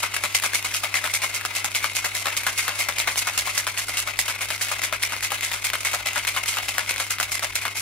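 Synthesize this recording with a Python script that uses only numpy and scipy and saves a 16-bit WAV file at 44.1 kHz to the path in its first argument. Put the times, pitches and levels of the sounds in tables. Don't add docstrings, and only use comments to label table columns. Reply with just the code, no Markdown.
import sys
import numpy as np
from scipy import signal
from scipy.fft import rfft, irfft, next_fast_len
from scipy.io import wavfile
from scipy.ndimage import map_coordinates

SR = 44100
rng = np.random.default_rng(int(sys.argv[2]) if len(sys.argv) > 2 else 0)


def dump_mix(stems):
    frames = np.atleast_2d(stems).T
    limited = np.clip(frames, -1, 1)
    pcm = np.round(limited * 32767).astype(np.int16)
    wavfile.write(sys.argv[1], SR, pcm)


def voltage_ratio(level):
    return 10 ** (np.asarray(level, float) / 20)


N = 344421


def unit(x):
    return x / np.sqrt(np.mean(x ** 2) + 1e-20)


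def along(points, hz):
    f, v = np.transpose(points)
    return np.interp(np.log(hz + 1), np.log(f + 1), v)


def curve(rows):
    s, value = np.transpose(rows)
    return np.interp(np.arange(N) / SR, s, value)


def wobble(rate_hz):
    knots = rng.standard_normal(int(N * rate_hz / SR) + 4)
    return map_coordinates(knots, [np.arange(N) * rate_hz / SR])


def filtered(x, response):
    m = next_fast_len(N + SR // 2)
    return irfft(rfft(x, m) * response(np.fft.rfftfreq(m, 1 / SR)), m)[..., :N]


def modes(table):
    f = np.fft.rfftfreq(4096, 1 / SR)
    spectrum = 0
    for k, (centre, width, db) in enumerate(table):
        damping = 1j * f * width
        spectrum = spectrum + (-1) ** k * voltage_ratio(db) * damping / (centre ** 2 - f ** 2 + damping)
    h = irfft(spectrum)
    return h / np.linalg.norm(h)


def causal(spectrum):
    cepstrum = irfft(np.log(voltage_ratio(along(spectrum, np.fft.rfftfreq(512, 1 / SR))) + 1e-4))
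    cepstrum[1:256] *= 2
    cepstrum[257:] = 0
    h = irfft(np.exp(rfft(cepstrum)))
    return h / np.linalg.norm(h)


# frequency_hz, level_db (rms)
HUM_TONES = [(99.8, -48), (199.6, -69.5), (299.3, -62), (399.1, -60.5)]
# time_s, level_db
RUMBLE_LEVEL = [(0.0, -60), (1.65, -61), (1.72, -58), (7.68, -52.5), (7.81, -56.5)]
# frequency_hz, density_db (per Hz)
MOTOR_SPECTRUM = [(25, -25), (38, -1), (48, 12), (62, 4), (85, -14), (130, -73)]
# frequency_hz, density_db (per Hz)
AIR_SPECTRUM = [(50, -8), (80, 16), (130, 8.5), (250, 7), (500, -4), (1500, -3), (8000, -38)]


def fridge():
    t = np.arange(N) / SR
    hum = 0
    for hz, db in HUM_TONES:
        level = voltage_ratio(db + 0.17 * wobble(6.7)) * np.sqrt(2)
        hum = hum + level * np.sin(2 * np.pi * hz * t + 0.13 * wobble(2.4))
    motor = filtered(rng.standard_normal(N), lambda hz: voltage_ratio(along(MOTOR_SPECTRUM, hz)))
    rumble = voltage_ratio(curve(RUMBLE_LEVEL)) * unit(motor)
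    a, b = filtered(rng.standard_normal((2, N)), lambda hz: voltage_ratio(along(AIR_SPECTRUM, hz)))
    air = voltage_ratio(-58.5) * unit(np.array([a + 0.12 * b, a - 0.35 * b]))
    return (hum + rumble + air) * voltage_ratio(np.array([[1.4], [-1.4]]))


# time_s, level_db
SLOSH_LEVEL = [(0.0, -39), (3.57, -37), (3.78, -38.5), (7.09, -38.5), (7.81, -42)]


def slosh():
    wall_db = curve(SLOSH_LEVEL)
    fizz_db = -38.5 + 1.9 * (wall_db - wall_db.mean())
    wake = 7 * np.exp(-np.arange(N) / SR / 0.041)
    swirl = 3.48 * wobble(110) + wake
    fizz_swirl = 1.1 * swirl + 0.89 * wobble(90) + 2.4 * wobble(14)
    return [voltage_ratio(wall_db - 6 + swirl), voltage_ratio(wall_db + 0.5 + swirl), voltage_ratio(fizz_db - 1.5 + fizz_swirl)]


# start_s, lead_cube_db, ice_mass_db,
# brightness_db
STROKES = [(0.03, -9, -20, -1.5), (0.137, -16, -21, 2.5), (0.237, -6.5, -19.5, 0),
           (0.347, -4, -18.5, 5), (0.436, -9, -17.5, 2), (0.543, -10.5, -20, 4.5),
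           (0.645, -13, -22.5, 2), (0.74, -9.5, -19, 2), (0.834, -11, -21, -1),
           (0.941, -10.5, -17.5, -0.5), (1.04, -12, -18.5, -3), (1.137, -13, -21.5, 7),
           (1.235, -11, -20.5, 2), (1.341, -13, -22.5, 3), (1.45, -8, -26.5, 4.5),
           (1.55, -12, -19, 1), (1.644, -7.5, -22.5, 3.5), (1.748, -8.5, -18, 2),
           (1.842, -7, -21, -2), (1.95, -16.5, -22.5, 5), (2.043, -13.5, -19, 0.5),
           (2.146, -20, -19, 4.5), (2.256, -10.5, -18.5, -3), (2.366, -10.5, -21.5, 6),
           (2.466, -8, -19, 0), (2.577, -11, -19, 4),
           (2.68, -7.5, -20, -5), (2.789, -12, -17, 0.5), (2.886, -6, -22.5, -1.5),
                  (2.983, -8, -23, 6), (3.073, -8.5, -18.5, -3), (3.175, -9, -21.5, 10),
                  (3.27, -10, -18.5, -1.5), (3.376, -7.5, -19, 5.5), (3.473, -10.5, -22.5, 0),
                  (3.576, -5, -21.5, 6.5), (3.667, -10, -23, -2), (3.775, -21, -21, 4.5),
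                  (3.883, -12.5, -25.5, 2), (3.969, -18.5, -18.5, 5.5), (4.073, -13, -23.5, -2),
                  (4.19, -2.5, -20.5, 7), (4.28, -15, -20.5, 1.5), (4.408, -16, -19.5, -1),
                  (4.503, -10.5, -23, 0.5), (4.61, -14, -20, 5.5), (4.714, -11.5, -22, 0),
                  (4.835, -7, -20, 2), (4.925, -9, -20.5, -4), (5.022, -15, -20.5, 3),
                  (5.121, -13, -22.5, -5), (5.226, -13.5, -19, 2),
           (5.318, -7.5, -22.5, -1), (5.429, -18, -20, 2), (5.533, -15, -22, 0.5),
                (5.642, -12, -19.5, 3.5), (5.733, -10, -22.5, -0.5), (5.848, -9.5, -18, -1.5),
                (5.932, -14, -19, 1.5), (6.056, -16, -21, 0), (6.158, -10.5, -19.5, -4.5),
                (6.27, -13, -18, 1), (6.363, -9, -19.5, -2.5), (6.479, -6.5, -22.5, 2.5),
                (6.569, -11.5, -20, -3.5), (6.683, -7, -20.5, 1.5), (6.781, -3.5, -24.5, -2),
                (6.892, -7, -22.5, 2.5), (6.999, -12.5, -22, 2), (7.104, -10.5, -20.5, 3.5),
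                (7.199, -5.5, -22, 2), (7.317, -16, -20.5, 5), (7.424, -16, -21, 0.5), (7.554, -9, -23, 5),
                (7.652, -8.5, -22, -6), (7.761, -26, -23.5, 6.5)]
# start_s, lead_cube_db, ice_mass_db
LOOSE_ICE = [(0.164, -4, -26), (0.42, -12, -25), (0.532, -19, -23), (0.958, -13, -21.5), (1.218, -9.5, -22),
             (1.827, -16, -25.5), (1.966, -12, -26), (2.433, -12, -26.5), (2.591, -5, -27),
             (2.65, -19, -27), (3.0, -6, -22), (3.455, -14, -27), (4.485, -16, -28), (4.683, -16, -24.5),
             (4.817, -12, -25.5), (5.091, -30, -25), (5.304, -10, -30), (5.343, -11.5, -26),
             (5.515, -11, -23.5), (5.913, -12, -28), (6.069, -8, -26.5), (6.131, -13, -28.5),
             (6.177, -12, -25), (6.346, -20, -30), (6.458, -12, -26), (6.52, -24, -20.5),
             (6.735, -27, -26.5), (6.979, -15, -27), (7.228, -6.5, -23.5), (7.614, -17, -25.5)]


def blows():
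    strokes = STROKES
    # base thud dB, wall ring dB, crackle dB; first cube's trim dB and pitch Hz
    base_end = (-1, -1.5, 0.5, -2, 1322)
    cap_end = (-8.5, -1.5, 1.06, -4, 2462)
    side_wall = (-8, -1, 0.7, -4.5, 2250)
    s, lead_db, mass_db, bright_db = np.transpose(strokes + [(*row, 0) for row in LOOSE_ICE])
    kind = [base_end, cap_end] * (len(strokes) // 2) + [side_wall] * len(LOOSE_ICE)
    base_db, wall_db, crackle_db, trim_db, hz = np.transpose(kind)
    thud, spot = rng.standard_normal((len(s), 2)).T
    base_db = base_db + 0.46 * thud - 0.28 * bright_db
    parts_db = mass_db + np.array([base_db, wall_db, crackle_db + bright_db])
    hard_db = lead_db - mass_db - 8
    return s, hard_db, parts_db, lead_db + trim_db, hz * np.exp(0.11 * spot)


def contacts(shape, spread_db):
    draw = rng.standard_normal(shape + (2,))
    return unit(draw[..., 0] * voltage_ratio(spread_db * draw[..., 1]))


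# frequency_hz, width_hz, level_db
BASE_MODES = [(249, 89, -16), (606, 170, -4), (912, 470, -3), (1147, 207, 1.5), (1320, 244, 0),
              (1690, 420, -4.5)]
# frequency_hz, width_hz, level_db
WALL_MODES = [(1996, 145, -3.5), (2170, 124, 2), (2514, 266, -3.5), (2746, 253, -2.5), (3630, 1400, -11.5)]
# frequency_hz, density_db (per Hz)
CRACKLE_SPECTRUM = [(2000, -27.5), (3200, -6), (5000, -2), (7000, -1), (10000, -4.5), (12500, -5.5),
                    (14500, -21.5), (17500, -11)]


def ice(s, hard_db, part_db):
    lead_in_s = 0.018
    t = np.arange(SR // 11) / SR
    shared = contacts((len(s), len(t)), spread_db=7)
    grid = np.meshgrid(np.arange(len(s)), t * 650, indexing="ij")
    lumps = voltage_ratio(4.2 * map_coordinates(rng.standard_normal((len(s), 96)), grid))
    window = np.exp(-abs(t - 0.025) / 0.015)
    heft = np.mean((shared * lumps) ** 2 * window, 1) / np.mean(window)
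    lumps /= np.sqrt(heft)[:, None]
    start = np.round((s - lead_in_s) * SR).astype(int)
    at = (start[:, None] + np.arange(len(t))).ravel()
    t = t - lead_in_s

    rise_s, length = 0.0022 * voltage_ratio(-2.2 * hard_db), voltage_ratio(-0.34 * hard_db)
    land = np.where(t > 0, 1 - 0.48 * np.exp(-abs(t) / rise_s), 0.21 * np.exp(t / 0.012))

    # response, t60 s, trim dB, share heard by one port only
    parts = [(modes(BASE_MODES), 0.09, -4, 0.3),
             (modes(WALL_MODES), 0.14, -5, 0.6),
             (causal(CRACKLE_SPECTRUM), 0.12, -5.5, 1.5)]
    out = np.zeros((2, N))
    for (ring, t60, trim_db, lone), db, wash in zip(parts, part_db, slosh()):
        both = 0.62 * shared + 0.5 * contacts(shared.shape, spread_db=9.5)
        decay = voltage_ratio(-60 * abs(t / t60 / length) ** 1.557)
        fall = voltage_ratio(db + trim_db)[:, None] * lumps / np.sqrt(length) * decay * land
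        drive = np.linalg.norm(fall * both, axis=1, keepdims=True)
        both *= 0.78 * np.linalg.norm(fall, axis=1, keepdims=True) / drive
        liquid = contacts((N,), spread_db=7) + lone * contacts((2, N), spread_db=4.5)
        push = []
        for port in range(2):
            shower = fall * (both + lone * contacts(fall.shape, spread_db=5))
            push.append(np.bincount(at, shower.ravel(), N)[:N])
        force = (np.array(push) + wash * liquid) / np.hypot(1, lone)
        out += signal.oaconvolve(force, ring[None], axes=1)[:, :N]
    return out


def clacks(s, db, hz, cycles, snap):
    t = np.arange(SR // 100) / SR
    ring = -np.sin(2 * np.pi * hz[:, None] * t) * np.exp(-t * hz[:, None] / cycles[:, None])
    ring += snap * rng.standard_normal(ring.shape) * np.exp(-t / 0.0013)
    at = np.round(s * SR).astype(int)[:, None] + np.arange(len(t))
    sound = np.bincount(at.ravel(), (voltage_ratio(db)[:, None] * ring).ravel(), N)[:N]
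    return filtered(sound, lambda f: (1j * f / (600 + 1j * f) / (1 + 1j * f / 13000)) ** 2)


# start_s, peak_db, pitch_hz
CUBE_CLACKS = [(0.398, -12.5, 2550), (0.625, -13.5, 2760), (0.844, -11.5, 2100), (1.148, -10.5, 2200),
               (2.267, -15, 1680), (3.043, -22, 2170), (3.157, -12, 2880), (3.675, -11, 1600),
               (3.991, -10.5, 2800), (4.455, -16, 2230), (4.578, -22, 2210), (4.792, -20, 2190),
               (4.933, -17, 2100), (5.034, -7.5, 2180), (5.164, -14.5, 2350), (5.408, -12.5, 2180),
               (5.67, -17, 2140), (5.7, -11, 2120), (5.753, -10, 1310), (6.249, -14.5, 2150),
               (6.387, -15, 2170), (6.433, -21, 2360), (6.792, -10, 1430), (6.909, -9, 2700),
               (6.96, -15, 2140), (7.353, -10.5, 2200), (7.393, -12.5, 2160), (7.445, -12, 2190),
               (7.561, -12.5, 1610), (7.679, -15, 1270)]


def cubes(blow_s, wall_db, lead_db, lead_hz, count):
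    s, db, hz = np.hstack([np.transpose(CUBE_CLACKS), [blow_s, lead_db, lead_hz]])
    clear = clacks(s + 0.000995, db - 0.5, hz, np.full(len(s), 1.6), snap=0.98)
    s, wall_db = blow_s[:, None], wall_db[:, None]
    late, size, spot, life = rng.random((len(s), 4, count)).transpose(1, 0, 2)
    delay_s = 0.06 * late ** 1.3
    level_db = wall_db - 0.5 - 250 * delay_s - 4 * np.log(1 - 0.95 * size)
    pitch_hz = 2200 * np.exp(3.6 * (spot - 0.4) ** 3 + 0.21 * (spot - 0.4))
    cycles = 0.55 + 4 * life
    trailing = clacks((s + delay_s).ravel(), level_db.ravel(), pitch_hz.ravel(), cycles.ravel(), snap=0.67)
    return clear + trailing


# start_s, peak_db
CHIP_TICKS = [(.327, -20), (.726, -27), (1.188, -22), (1.314, -19), (1.717, -18), (2.339, -26),
              (2.948, -35), (3.494, -16), (3.753, -24), (4.159, -24), (4.390, -21), (4.766, -20),
              (5.207, -15), (5.785, -22), (5.806, -18), (5.832, -15), (5.947, -12), (6.646, -19),
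              (6.862, -20), (6.940, -16), (7.020, -14), (7.067, -18), (7.185, -15), (7.295, -18)]


def chips(count):
    tick_hz = 2350
    s, db = np.transpose(CHIP_TICKS)
    when, size, spot, life = rng.random((count, 4)).T
    stray_db = -32 - 4 * np.log(1 - 0.97 * size)
    stray_hz = tick_hz * np.exp(1.28 * (spot - 0.35))
    strays = clacks(when * N / SR, stray_db, stray_hz, 0.7 + 2.2 * life, snap=0.82)
    return strays + clacks(s, db, np.full(len(s), tick_hz), np.full(len(s), 1.6), snap=0.68)


# frequency_hz, difference_db
PORT_LEAN = [(200, -2.5), (500, 8), (750, 4.5), (1200, 5.5), (1700, 6.5), (2150, 6), (2450, 8), (2900, 4.5),
             (4400, -1.5), (6000, -4.5), (7000, -0.5), (8500, -5), (11000, -2.5), (15000, 7)]
# frequency_hz, lead_rad
PORT_LEAD = [(500, 0), (3500, .6), (5500, 2.2), (8000, 3.5), (11000, 7.5), (16000, 16)]


def ports(pair):
    def both(hz):
        half = voltage_ratio(along(PORT_LEAN, hz) / 2) * np.exp(0.5j * along(PORT_LEAD, hz))
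        return np.array([half, 1 / half])
    return filtered(pair, both)


# frequency_hz, t60_s
BAR_DECAY = [(300, 0.27), (2000, 0.2), (10000, 0.032)]


def bar(x, count):
    hz, t, z = signal.stft(rng.standard_normal((count, 2, SR // 6)), SR, nperseg=128)
    near = voltage_ratio(1.0 - 60 * t / 0.036)
    far = voltage_ratio(-60 * t / along(BAR_DECAY, hz)[:, None])
    tails = signal.istft(z * (near + far), SR, nperseg=128)[1]
    tails = tails / np.linalg.norm(tails[0, 0])
    place = (np.arange(N) / SR * 14 - np.arange(count)[:, None]) % count
    share = np.sin(np.pi / 2 * np.clip(1 - abs(place - 1), 0, 1))
    wet = signal.oaconvolve((x * share)[:, None], tails, axes=2).sum(0)[:, :N]
    side = np.array([[0.5], [-0.5]])
    return filtered(wet, lambda hz: voltage_ratio(along(PORT_LEAN, hz) * side) * hz / (hz + 900))


# start_s, peak_db
PORT_BUMPS = [
    (.347, -33),
    (3.375, -27),
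    (4.192, -42),
]


def jolts():
    t = np.arange(N) / SR
    push = 0
    for s, db in PORT_BUMPS:
        u = np.clip(t - s, 0, None) / 0.0019
        push = push + voltage_ratio(db) * u * np.exp(1 - u)
    return push * np.array([[0.2], [-1]])


def scene():
    s, hard_db, parts_db, lead_db, lead_hz = blows()
    shaker = ice(s, hard_db[:, None], parts_db)
    shaker = shaker + cubes(s, parts_db[1], lead_db, lead_hz, count=10) + chips(count=500)
    direct = voltage_ratio(-1.03) * ports(shaker)
    echo = voltage_ratio(-5.5) * bar(shaker.mean(0), count=9)
    return direct + echo + fridge() + jolts()


def low_pass(x):
    return signal.sosfilt(signal.butter(12, 16660, fs=SR, output="sos"), x)


def record(dry):
    rounded = dry / (1 + np.abs(dry / 0.95) ** 4) ** (1 / 4)

    def band(hz):
        return 1j * hz / (30 + 1j * hz) * np.where(hz < 15750, 1, voltage_ratio(-40))
    mix = filtered(rounded, band)
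    return low_pass(mix)


dry = scene()
out = record(dry)
dump_mix(out)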